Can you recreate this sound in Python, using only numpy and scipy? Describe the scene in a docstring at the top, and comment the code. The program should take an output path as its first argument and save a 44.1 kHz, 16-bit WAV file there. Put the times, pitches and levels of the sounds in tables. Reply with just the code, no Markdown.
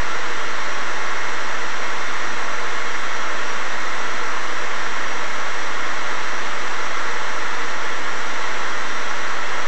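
"""Electric blower at steady speed

A blower runs close by with a jet-like roar: broadband turbulence excites the resonances of its
housing. The shaft adds a buzzing whine of harmonics, rolling contact makes a bearing sing thinly
and flare up twice, and a slightly slower fan hums underneath."""
import sys
import numpy as np
from scipy import signal
from scipy.fft import rfft, irfft, next_fast_len
from scipy.io import wavfile

SR = 44100
rng = np.random.default_rng(int(sys.argv[2]) if len(sys.argv) > 2 else 0)


def unload_wav(signal):
    """Save mono or channel-first audio to the path in sys.argv[1] as 16-bit WAV at rate SR, clipped to [-1, 1]."""
    wavfile.write(
        sys.argv[1],
        SR,
        np.round(np.clip(np.atleast_2d(signal).T, -1, 1) * 32767).astype(np.int16),
    )


N = 426447


def air_roar(level_db, eddy_db, eddy_rate):
    """Turbulence radiates broadband noise, which flutters slightly as eddies leave the outlet."""
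    return noise_through(housing) * from_db(level_db + eddy_db * drift(eddy_rate))


def housing(hz):
    """Forced resonance: the housing's modes lift narrow bands of the broad turbulence spectrum."""
    # spectrum of the rushing air: f/Hz, relative density level/dB
    rush = [(22, -79.5), (80, -81), (160, -75.5), (280, -68.5), (480, -64), (780, -64), (1050, -58),
            (2050, -61.5), (2350, -68), (3800, -74), (4600, -79), (5900, -76.5), (6700, -79), (7900, -82)]
    # wall resonances and the dips between them: f/Hz, width/Hz, lift/dB
    wall_modes = [(238.5, 4.7, 6), (481, 35, 4.0), (596, 5.5, 5.0), (817, 26, -2.5), (854, 15, 5),
                  (1085, 19, 3.5), (1132, 18, 1.5), (1174, 30, -2.5), (1329, 36, 5), (1350, 7, 6),
                  (1398, 18, 4.5), (1725, 54, 2.5), (1830, 97, 2.4), (1950, 11, 6.0), (2050, 13, 2.5),
                  (2145, 48, 2), (2580, 25, 2.5), (2684, 35, 4), (2810, 14, 4), (2900, 13, 7.2),
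                  (3163, 20, 8.5), (3298, 20, 12), (3680, 19, 7), (3935, 44, 6), (4037, 29, 9),
                  (4110, 15, 9), (4254, 80, 6.5), (4400, 30, -4.5), (4360, 12, 5.5), (4662, 37, 5)]
    rush_hz, rush_db = np.transpose(rush)
    hump_db = np.interp(np.log(hz), np.log(rush_hz), rush_db)
    lift_db = sum(db * resonance(hz, centre, width) for centre, width, db in wall_modes)
    return from_db(hump_db + lift_db)


def reflections(sound, level_db, count):
    """Scattering: small surfaces nearby return mostly treble, in echoes that ripple the spectrum."""
    treble = signal.sosfilt(signal.butter(1, 2500, "high", fs=SR, output="sos"), sound)
    lags = (rng.uniform(.004, .04, count) * SR).astype(int)   # 4 to 40 ms
    echoes = sum(np.pad(treble, (lag, 0))[:N] for lag in lags)
    return from_db(level_db) * echoes / np.sqrt(count)


def shaft_whine(turn_hz):
    """Periodic forcing: the shaft radiates many harmonics of its rotation frequency."""
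    # shaft harmonics: order, rms level/dB
    shaft_orders = [(4, -61), (6, -53), (7, -58), (8, -48.5), (11, -52.5), (13, -55), (15, -47.5),
                    (16, -53.5), (19, -51.5), (20, -52.5), (21, -54.5), (24, -46.5), (25, -47), (28, -46),
                    (29, -57), (30, -54), (32, -44), (34, -44), (36, -52), (37, -43.5), (38, -53),
                    (40, -57), (46, -56), (52, -61.5), (55, -56.5), (59, -58.5), (61, -57.5), (62, -50),
                    (66, -60), (70, -63.2), (73, -63.5), (74, -65), (76, -68), (77, -68), (80, -61.3),
                    (81, -65), (86, -64.5), (89, -60.5), (90, -65.5), (91, -68), (100, -69), (110, -66)]
    return rotor(turn_hz, shaft_orders, wander=.00025, flicker_db=1.5)


def bearing(rub_db, throb, ball_pass_hz):
    """Rolling contact excites the bearing's modes; each passing ball modulates their amplitude."""
    # bearing modes: f/Hz, width/Hz, relative peak density level/dB
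    modes = [(5604, 40, -69), (5720, 12, -67.5), (5757, 14, -64.5), (5880, 12, -75), (5922, 12, -70),
             (6025, 50, -72)]

    def response(hz):
        """Incoherent modes add in power."""
        power = sum(from_db(db) ** 2 * resonance(hz, centre, width) for centre, width, db in modes)
        return np.sqrt(power)

    ring = noise_through(response)
    passes = np.cumsum(ball_pass_hz * (1 + .03 * drift(8))) / SR   # the balls slip a little
    return ring * from_db(rub_db) * (1 + throb * np.sin(2 * np.pi * passes))


def rubbing(level_db, unrest_db, unrest_rate, attack_s, release_s):
    """Friction sets the bearing's gain in dB: nearly even, flaring when it briefly rubs harder."""
    # peaks of friction: t/s, lift/dB
    flares = [(3.47, 5), (8.945, 4.5)]
    t = np.arange(N) / SR
    flares_db = sum(np.interp(t - peak_s, [-attack_s, 0, release_s], [0, db, 0]) for peak_s, db in flares)
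    return level_db + unrest_db * drift(unrest_rate) + flares_db


def fan_hum(turn_hz):
    """Periodic forcing: the slower fan hums at low harmonics of its rotation frequency."""
    # fan harmonics: order, rms level/dB
    fan_orders = [(1, -65), (2, -56), (3, -60), (4, -66.5), (5, -52.5), (6, -52), (7, -57.5), (11, -49.5)]
    return rotor(turn_hz, fan_orders, wander=.00047, flicker_db=1.0)


def rotor(turn_hz, orders, wander, flicker_db):
    """Harmonics are phase-locked to one almost steady shaft; moving air makes each one flicker."""
    turns = np.cumsum(turn_hz * (1 + wander * drift(1.98))) / SR
    tones = np.zeros(N)
    for order, level_db in orders:
        tone = np.sqrt(2) * np.sin(2 * np.pi * (order * turns + rng.random()))
        tones += tone * from_db(level_db + flicker_db * drift(3))
    return tones


def resonance(hz, centre_hz, width_hz):
    """Lorentzian power response of one damped mode, 1 at its peak."""
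    return 1 / (1 + (2 * (hz - centre_hz) / width_hz) ** 2)


def noise_through(response):
    """Linear filtering: white noise of unit power per Hz is shaped by the gain response(hz)."""
    size = next_fast_len(N)
    hz = np.maximum(np.arange(size // 2 + 1) * SR / size, 1)
    spectrum = rfft(rng.standard_normal(size)) * response(hz)
    return irfft(spectrum, size)[:N] * np.sqrt(SR / 2)


def drift(rate):
    """Low-passed noise of unit standard deviation that changes about `rate` times a second."""
    hop, settle = 40, 2000   # samples per step, steps for the filter to settle
    pole = np.exp(-2 * np.pi * rate * hop / SR)
    white = rng.standard_normal(N // hop + settle + 2)
    slow = signal.lfilter([1], [1, -2 * pole, pole * pole], white)[settle:]
    return np.interp(np.arange(N) / hop, np.arange(len(slow)), slow / slow.std())


def from_db(db):
    """Amplitude ratio of a level in decibels."""
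    return 10 ** (np.asarray(db) / 20)


def scene():
    """Superposition: roar, echoes, whine, bearing and hum add at one listening point."""
    roar = air_roar(level_db=-.05, eddy_db=.19, eddy_rate=22)
    echoes = reflections(roar, level_db=-13.5, count=16)
    rub_db = rubbing(level_db=.2, unrest_db=.2, unrest_rate=1.2, attack_s=.073, release_s=.1)
    singing = bearing(rub_db, throb=.17, ball_pass_hz=122.3)
    whine = shaft_whine(turn_hz=58.205)
    hum = fan_hum(turn_hz=53.97)
    return (roar + echoes + whine + singing + hum)[None]


def record(dry):
    """Band limiting: the treble rolls off, the top is cut, and the converter adds a constant offset."""
    roll_off_hz, cutoff_hz, offset = 8100, 9000, .249
    roll_off = signal.butter(26, roll_off_hz, fs=SR, output="sos")
    top_cut = signal.ellip(10, .1, 80, cutoff_hz, fs=SR, output="sos")
    dull = signal.sosfilt(roll_off, dry)
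    return signal.sosfilt(top_cut, dull) + offset


dry = scene()
out = record(dry)
unload_wav(out)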